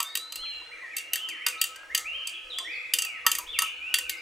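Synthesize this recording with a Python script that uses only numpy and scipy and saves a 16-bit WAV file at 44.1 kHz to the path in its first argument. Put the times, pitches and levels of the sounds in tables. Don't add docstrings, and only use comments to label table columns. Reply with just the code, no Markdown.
import sys
import numpy as np
from scipy import signal
from scipy.fft import rfft, irfft
from scipy.io import wavfile
from scipy.ndimage import uniform_filter1d

SR = 44100
rng = np.random.default_rng(int(sys.argv[2]) if len(sys.argv) > 2 else 0)


def invert_db(x):
    u = np.asarray(x, float) / 20
    return 10 ** u


def dump(signal):
    limited = np.clip(np.atleast_2d(signal).T, -1, 1)
    pcm = np.round(limited * 32767).astype(np.int16)
    wavfile.write(sys.argv[1], SR, pcm)


N = 185793


def evened(x):
    return x / np.sqrt(np.mean(x ** 2) + 1e-20)


def read(points, hz):
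    f, value = np.transpose(points)
    return np.interp(np.log(hz + 1), np.log(f + 1), value)


def add(mix, s, sound):
    part = mix[round(s * SR):][:len(sound)]
    part += sound[:len(part)]


def coloured(x, db_at):
    gain = invert_db(db_at(np.fft.rfftfreq(x.shape[-1], 1 / SR)))
    return irfft(rfft(x) * gain, x.shape[-1])


def swells(rows, rest_db):
    t = np.arange(N) / SR
    level = invert_db(rest_db)
    for s, length, db in rows:
        level = level + invert_db(db) * np.sin(np.pi * np.clip((t - s) / length, 0, 1))
    return level


def echo(x, decay, first_s, same):
    taps = rng.standard_normal((2, SR))
    taps[1] = same * taps[0] + np.sqrt(1 - same ** 2) * taps[1]
    hz, t, z = signal.stft(taps, SR, nperseg=256)
    z = z * invert_db(-60 * t / read(decay, hz)[:, None])
    tail = signal.istft(z, SR, nperseg=256)[1][:, :SR]
    tail *= np.clip(np.arange(SR) / SR / first_s - 1, 0, 1)
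    tail /= np.linalg.norm(tail[0])
    return signal.fftconvolve(x[None], tail, axes=1)[:, :N]


def whistle(t, glide, level, waver=0.006, flutter_db=2.0):
    tremble, flutter = (evened(uniform_filter1d(row, 300)) for row in rng.standard_normal((2, len(t))))
    glide = uniform_filter1d(glide, 150, mode="nearest") * (1 + waver * tremble)
    tone = np.sin(2 * np.pi * np.cumsum(glide) / SR)
    return t[0], np.sqrt(2) * level * invert_db(flutter_db * flutter) * tone


def note(start, length, db, first_hz, halfway_hz, last_hz):
    rise, fall = 0.16, 0.34
    t = np.arange(start, start + length, 1 / SR)
    u = (t - start) / length
    bend = 2 * (2 * halfway_hz - first_hz - last_hz) * u * (1 - u)
    glide = first_hz + (last_hz - first_hz) * u + bend
    edges = np.clip(np.minimum(u / rise, (1 - u) / fall), 0, 1)
    return whistle(t, glide, invert_db(db) * edges)


def wall_hum():
    # (start t/s, length/s, level/dB before the waver)
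    singing = [(0, 0.36, -60), (1.0, 0.5, -60.5), (1.46, 0.37, -48.5), (1.93, 0.17, -46), (2.1, 0.28, -56),
               (2.92, .3, -51.5), (3.58, 0.093, -39)]
    sing_hz, width_hz, steady, rest_db = 1295, 14, 1.0, -63
    t, r = np.arange(N) / SR, np.exp(-np.pi * width_hz / SR)
    noise = rng.standard_normal(N) + 1j * rng.standard_normal(N)
    waver = signal.lfilter([1], [1, -r], noise)
    waver = steady + waver / np.sqrt(np.mean(abs(waver) ** 2))
    return swells(singing, rest_db) * (waver * np.exp(2j * np.pi * sing_hz * t)).real


def air():
    # (f/Hz, relative level/dB per Hz)
    wash = [(20, -26), (40, -10), (62, -11), (90, -8), (160, -20), (260, -12), (400, -2.5), (650, -0.5),
            (1000, -2.5), (2000, 1.5), (4500, -9.5), (9000, -15.5), (16000, -35)]
    # (f/Hz, left-right likeness)
    likeness = [(60, 0.27), (300, 0.41), (1000, 0.43), (3000, 0.96), (8000, 0.89)]
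    # (f/Hz, half width/Hz, relative level/dB ahead of drones_db)
    drones = [(320, 16, -3), (497, 18, 3), (1255, 12, 4), (1500, 16, -2)]
    level_db, patchy_db, drones_db = -53, 4.0, 3.5
    frames, hz = N // 1024 + 5, np.fft.rfftfreq(4096, 1 / SR)
    a, b, c, d, patches = rng.standard_normal((frames, 2049, 5)).T
    patches = evened(uniform_filter1d(uniform_filter1d(patches, 12, 0), 5, 1))
    same = np.clip(read(likeness, hz), -1, 1)[:, None]
    left = a + 1j * b
    right = same * left + np.sqrt(1 - same ** 2) * (c + 1j * d)
    colour = invert_db(read(wash, hz))
    for f, width, db in drones:
        colour = colour + invert_db(db + drones_db) * np.exp(-((hz - f) / width) ** 2)
    z = np.array([left, right]) * colour[:, None] * invert_db(patchy_db * patches)
    return invert_db(level_db) * evened(signal.istft(z, nperseg=4096, noverlap=3072)[1][:, :N])


def breeze():
    # (start t/s, length/s, level/dB)
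    gusts = [(.38, 0.29, -66), (1.52, 0.24, -73), (1.74, 0.55, -64), (2.4, 0.46, -66.5), (3.2, 0.58, -61.5),
             (3.75, 0.21, -65.5), (3.96, 0.18, -61)]
    rumble = [(5, -8), (20, 4.0), (40, -8.0), (65, 9.5), (85, -44), (150, -27)]  # (f/Hz, gain/dB)
    noise = rng.standard_normal((2, N))
    noise[1] += 0.88 * noise[0]
    lumps = coloured(noise, lambda hz: read(rumble, hz))
    return evened(lumps) * swells(gusts, -83)


def strike(db, bass_db, low_db, top_db, middle_db):
    # (f/Hz before detuning, t60/s)
    modes = [(190, .3), (322, .4), (497, .4), (945, .07), (1148, .07), (1298, .14), (1500, .03),
             (1880, .04), (2135, .05), (2490, .08), (2775, .09), (3070, .04), (3740, .07), (3880, .03),
             (4645, .105), (4780, .025), (5440, .02), (6245, .035), (6960, .025), (7900, .035),
             (8560, .025), (9030, .03), (9690, .02), (10300, .018), (10780, .025), (11340, .015),
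             (12280, .018), (13370, .02), (13730, .016), (15400, .015)]
    modes_db = [-31.5, -29.5, -27, 7, 11.5, 7, -31, 10.5, -0.5, -8, 9.5, 8, -8, -41, 5, 9.5, -2, 3.5, -0.5,
                5.5, 4.5, -10, -1.5, 2.5, 5.5, 3.5, 8, 11, 10.5, 0]
    # (f/Hz, gain/dB)
    crack_colour = [(850, -49), (1100, 21), (1800, 16.5), (3500, 21), (5500, 9.5), (7500, 15.5), (9700, 12),
                    (10300, 15.5), (12000, 9), (14500, 1), (15600, 1), (16500, -28)]
    rise_s, chatter_s, rattle_s = 0.00164, 0.0068, 0.051
    driven, spread_db = 0.77, 3
    t = np.arange(16384) / SR
    contact = np.clip(t / rise_s, 0, 1) ** 2 * np.exp(-(t / chatter_s) ** 3)
    swell = np.cumsum(contact) / contact.sum()

    grain_db = 4 * evened(uniform_filter1d(rng.standard_normal(len(t)), 90))
    rattle = invert_db(-5.5 - 60 * t / rattle_s + grain_db) * swell
    noise = rng.standard_normal(len(t))
    crack = coloured(noise * (contact + rattle), lambda hz: read(crack_colour, hz))

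    ring = np.zeros(len(t))
    for (hz, t60), mode_db in zip(modes, modes_db):
        detune = 1 + .0015 * (1 + hz / 2500) * rng.standard_normal()
        decay_db = -60 * np.maximum(t - chatter_s / 2, 0) / t60
        strength = invert_db(mode_db + spread_db * rng.standard_normal() + decay_db)
        drive = swell ** .5 + driven * contact * (hz > 800)
        ring += strength * drive * np.sin(2 * np.pi * (hz * detune * t + rng.random()))

    thump_db = db + bass_db + 18.5
    # (f/Hz, gain/dB)
    spot = [(250, thump_db), (300, 0), (560, 0), (620, -25), (860, bass_db - 12), (930, bass_db),
            (1350, bass_db), (1450, low_db), (2200, low_db), (2400, middle_db), (4900, middle_db),
            (5300, 0), (9200, 0), (11000, top_db)]
    both = coloured(np.array([crack, ring]), lambda hz: read(spot, hz))
    return invert_db(db - 19) * both * np.clip(t / 0.00051, 0, 1)


def arch():
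    # (t/s, f/Hz, level/dB)
    arch_curve = [(.02, 3450, -75), (.06, 3580, -39.5), (0.101, 3730, -46), (.2, 3923, -43),
                  (.3, 4070, -47.5), (0.421, 4142, -40), (0.524, 4129, -37.5), (.6, 4072, -47),
                  (0.631, 3920, -52)]
    s, hz, db = np.transpose(arch_curve)
    t = np.arange(s[0], s[-1], 1 / SR)
    return whistle(t, np.interp(t, s, hz), invert_db(np.interp(t, s, db)), waver=0.00041, flutter_db=1.0)


def slur(rows, ends_db, sets_in_s=0, swing_hz=0):
    rise_s, fall_s, warble_grows_s, trill_hz = 0.023, 0.039, 0.0686, 48
    s, hz = np.transpose(rows)
    t = np.arange(s[0], s[-1], 1 / SR)
    growth = np.clip((t - sets_in_s) / warble_grows_s, 0, 1)
    swing = swing_hz * growth * np.sin(2 * np.pi * trill_hz * t)
    edges = np.clip(np.minimum((t - s[0]) / rise_s, (s[-1] - t) / fall_s), 0, 1)
    db = np.interp(t, [s[0], (s[0] + s[-1]) / 2, s[-1]], ends_db)
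    return whistle(t, np.interp(t, s, hz) + swing, invert_db(db) * edges)


def birdsong():
    # (start t/s, length/s, level/dB, first f/Hz, halfway f/Hz, last f/Hz)
    notes = [(0, .13, -54.5, 2350, 2170, 2290), (.06, 0.12, -57, 1780, 1790, 1806),
             (.07, 0.046, -53, 5000, 4620, 4000), (.495, 0.091, -45, 3020, 2760, 2785),
             (.708, 0.069, -44.5, 1700, 2390, 1405), (.895, .03, -49, 1800, 2455, 2600),
             (.92, .04, -42, 2563, 2247, 2050), (.96, 0.058, -41.5, 2520, 2790, 2810),
             (1.11, 0.092, -45, 2830, 3100, 3670), (1.392, 0.065, -44.5, 1907, 2200, 2870),
             (1.47, 0.11, -44, 3100, 2520, 2330), (1.575, 0.036, -51, 3540, 4070, 4900),
             (1.62, 0.078, -47, 3400, 2880, 2720), (1.72, 0.18, -54, 1460, 1630, 1601),
             (1.895, 0.047, -42.5, 1616, 2070, 2140), (2.328, 0.039, -45, 2980, 3325, 3130),
             (2.498, 0.064, -40, 4100, 3420, 2590), (2.558, .045, -36.5, 3100, 3420, 3490),
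             (2.6, 0.124, -70, 3550, 3460, 3450), (2.63, 0.043, -58.5, 5900, 5600, 5400),
             (2.71, 0.071, -53.5, 4850, 4500, 4000), (3.27, 0.085, -46, 1922, 2340, 2750),
             (3.46, 0.025, -44.5, 2800, 3200, 4200), (4.08, 0.033, -52.5, 3500, 3900, 4830),
             (4.17, 0.026, -54, 5100, 4900, 4270), (3.82, 0.43, -57.5, 1463, 1525, 1460)]
    # (t/s, f/Hz)
    slurs = [
        [(.36, 2670), (.41, 3050), (.435, 3383), (.45, 3028), (.465, 2346), (.5, 2220)],
        [(.778, 1390), (.788, 1778), (.82, 2017), (.87, 1783), (.9, 1590)],
        [(1.16, 2578), (1.22, 3042), (1.275, 3122), (1.3, 2600), (1.33, 2004), (1.38, 1680), (1.41, 1776),
         (1.44, 2590)],
        [(2.99, 3010), (3.05, 2619), (3.1, 2340), (3.15, 2103), (3.21, 1540)],
        [(3.482, 3257), (3.5, 3528), (3.525, 3582), (3.54, 3000), (3.56, 2423), (3.585, 2020)],
        [(3.8, 2320), (3.85, 2528), (3.9, 2880), (3.97, 2919), (4.03, 2756), (4.11, 2185), (4.16, 2056),
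         (4.21, 2495)],
    ]
    # (first level/dB, halfway level/dB, last level/dB)
    slurs_db = [(-48.5, -41.5, -46.5), (-51, -43.5, -48), (-41.5, -41.5, -63), (-36, -43, -47),
                (-32, -40.5, -26.5), (-37, -44.5, -44)]
    # (t/s, f/Hz)
    trills = [
        [(2.04, 2100), (2.085, 2750), (2.125, 2813), (2.15, 3126), (2.18, 3197), (2.23, 2900), (2.295, 2450),
         (2.33, 2905), (2.42, 2957)],
        [(2.64, 1773), (2.665, 1940), (2.705, 2500), (2.74, 2317), (2.92, 2340)],
        [(3.61, 2842), (3.64, 2878), (3.67, 2686), (3.78, 2660)],
    ]
    # (first level/dB, halfway level/dB, last level/dB)
    trills_db = [(-36.5, -43.5, -48), (-41.5, -39.5, -53), (-32, -43.5, -59)]
    # (sets in at t/s, full swing/Hz either side)
    warbles = [(2.26, 390), (2.688, 283), (3.599, 323)]
    # (f/Hz, t60/s)
    grove = [(1200, 0.69), (2500, 0.95), (4500, 0.62)]
    birds, nearest = np.zeros((2, N))
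    for row in notes:
        add(birds, *note(*row))
    for rows, ends_db in zip(slurs, slurs_db):
        add(birds, *slur(rows, ends_db))
    for rows, ends_db, warble in zip(trills, trills_db, warbles):
        add(birds, *slur(rows, ends_db, *warble))
    add(nearest, *arch())
    wet = echo(birds + invert_db(-6) * nearest, grove, 0.0017, same=0.34)
    return birds + nearest + invert_db(2) * wet


def thuds():
    # (t/s, level/dB ahead of the left-right offset)
    pushes = [(.37, -53), (.72, -68), (2.42, -57), (3.449, -52)]
    thud_hz, thud_s = 26.2, 0.086
    t, out = np.arange(0, thud_s, 1 / SR), np.zeros(N)
    pulse = np.sin(np.pi * t / thud_s) ** 2 * np.sin(2 * np.pi * thud_hz * t)
    for s, db in pushes:
        add(out, s, invert_db(db) * pulse)
    return out * invert_db([[2], [-2]])


def bubble(db, hz, t60):
    t = np.arange(6000) / SR
    climb = .5
    wobble = 1.2 * evened(uniform_filter1d(rng.standard_normal(6000), 500))
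    tone = np.sin(2 * np.pi * hz * (t + climb * t ** 2) + wobble)
    return invert_db(db - 60 * t / t60) * tone * np.clip(t / 0.0092, 0, 1)


def beaker():
    # (t/s, strength/dB, bass/dB, low/dB, top/dB)
    hits = [(.0014, -19.5, -2, -10, -5.5), (.0267, -25, -35, -20, -1), (.152, -20, -21, -8.5, -2.5),
            (.171, -22.5, -16, -14, -6), (0.3215, -29, -16.5, -19, -6), (0.3559, -25.5, -25, -16, -8),
            (0.9652, -23, -42, -8.5, -2), (0.9811, -25.5, -46, -17, -7), (1.1325, -15.5, -58, -11.5, -5.5),
            (1.1555, -20.5, -39, 0, -6.5), (1.2865, -28.5, -26, -7.5, -9), (1.2966, -35, -30, -20, -10),
            (1.4634, -15, -18, 0, -6.5), (1.483, -22, -30, -6, -4.5), (1.613, -14.5, -37, -14.5, -2),
            (1.6384, -20.5, -28, -10, -4), (1.758, -36.5, -43, -6, -11), (1.9473, -13, -32, -8, -7.5),
            (1.9754, -18.5, -25.5, -16, -7.5), (1.9916, -34, -18, -30, -5), (2.271, -23, -26, -29, -11),
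            (2.2928, -36, -31, -34, -9), (2.584, -25, -13, -7, -10.5), (2.9357, -12.5, -30.5, -11.5, 0),
            (2.9852, -15.5, -30.5, -12, -9.5), (3.0194, -18.5, -29, -17, -12), (3.048, -29, -16, -4, -1),
            (3.264, -11.5, -5.5, 0.5, -2), (3.3147, -15, -36.5, -15, -5), (3.3499, -19.5, -48, -9, -9.5),
            (3.3836, -21.5, -14.5, -17, -1.5), (3.5874, -14.5, -16, -5, -5.5),
            (3.6191, -17.5, -10.5, -7, -5), (3.94, -13, -24.5, -3.5, -2), (3.9843, -20, -24, -7, -7.5),
            (4.094, -19.5, -31, -8.5, -5.5)]
    # (t/s, starting level/dB, starting f/Hz, t60/s)
    pops = [(0.433, -28, 1300, 0.037), (0.616, -31, 930, 0.026), (0.693, -39, 926, 0.033),
            (0.826, -42.5, 1025, 0.092), (2.599, -36.5, 1035, 0.12), (3.246, -30.5, 1165, 0.12),
            (3.389, -38, 938, 0.28), (3.388, -31, 1190, 0.063)]
    # (f/Hz, t60/s)
    nearby = [(1000, 0.33), (2500, 0.19), (6000, 0.29), (10000, 0.21), (15000, 0.19)]
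    # (f/Hz, t60/s)
    side_decay = [(1000, 0.0053), (15000, 0.066)]
    strike_middle_db, bounce_middle_db, bounce_within_s = -3, -6, .07
    cracks, rings = np.zeros((2, N))
    gaps_s = np.diff([-1] + [row[0] for row in hits])
    for (s, *blow), gap_s in zip(hits, gaps_s):
        middle_db = bounce_middle_db if gap_s < bounce_within_s else strike_middle_db
        crack, ring = strike(*blow, middle_db)
        add(cracks, s, crack)
        add(rings, s, ring)
    for s, *pop in pops:
        add(rings, s, bubble(*pop))
    scatter = echo(invert_db(-5.0) * cracks + invert_db(-12) * rings, nearby, 0.002, same=1.0)
    unlike = invert_db(-24) * echo(cracks + rings, side_decay, .0005, same=0)
    return cracks + rings + scatter + unlike


def scene():
    return beaker() + birdsong() + wall_hum() + air() + breeze() + thuds()


def low_pass(x):
    return signal.sosfilt(signal.butter(12, 16690, fs=SR, output="sos"), x)


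def record(dry):
    return low_pass(dry)


dry = scene()
out = record(dry)
dump(out)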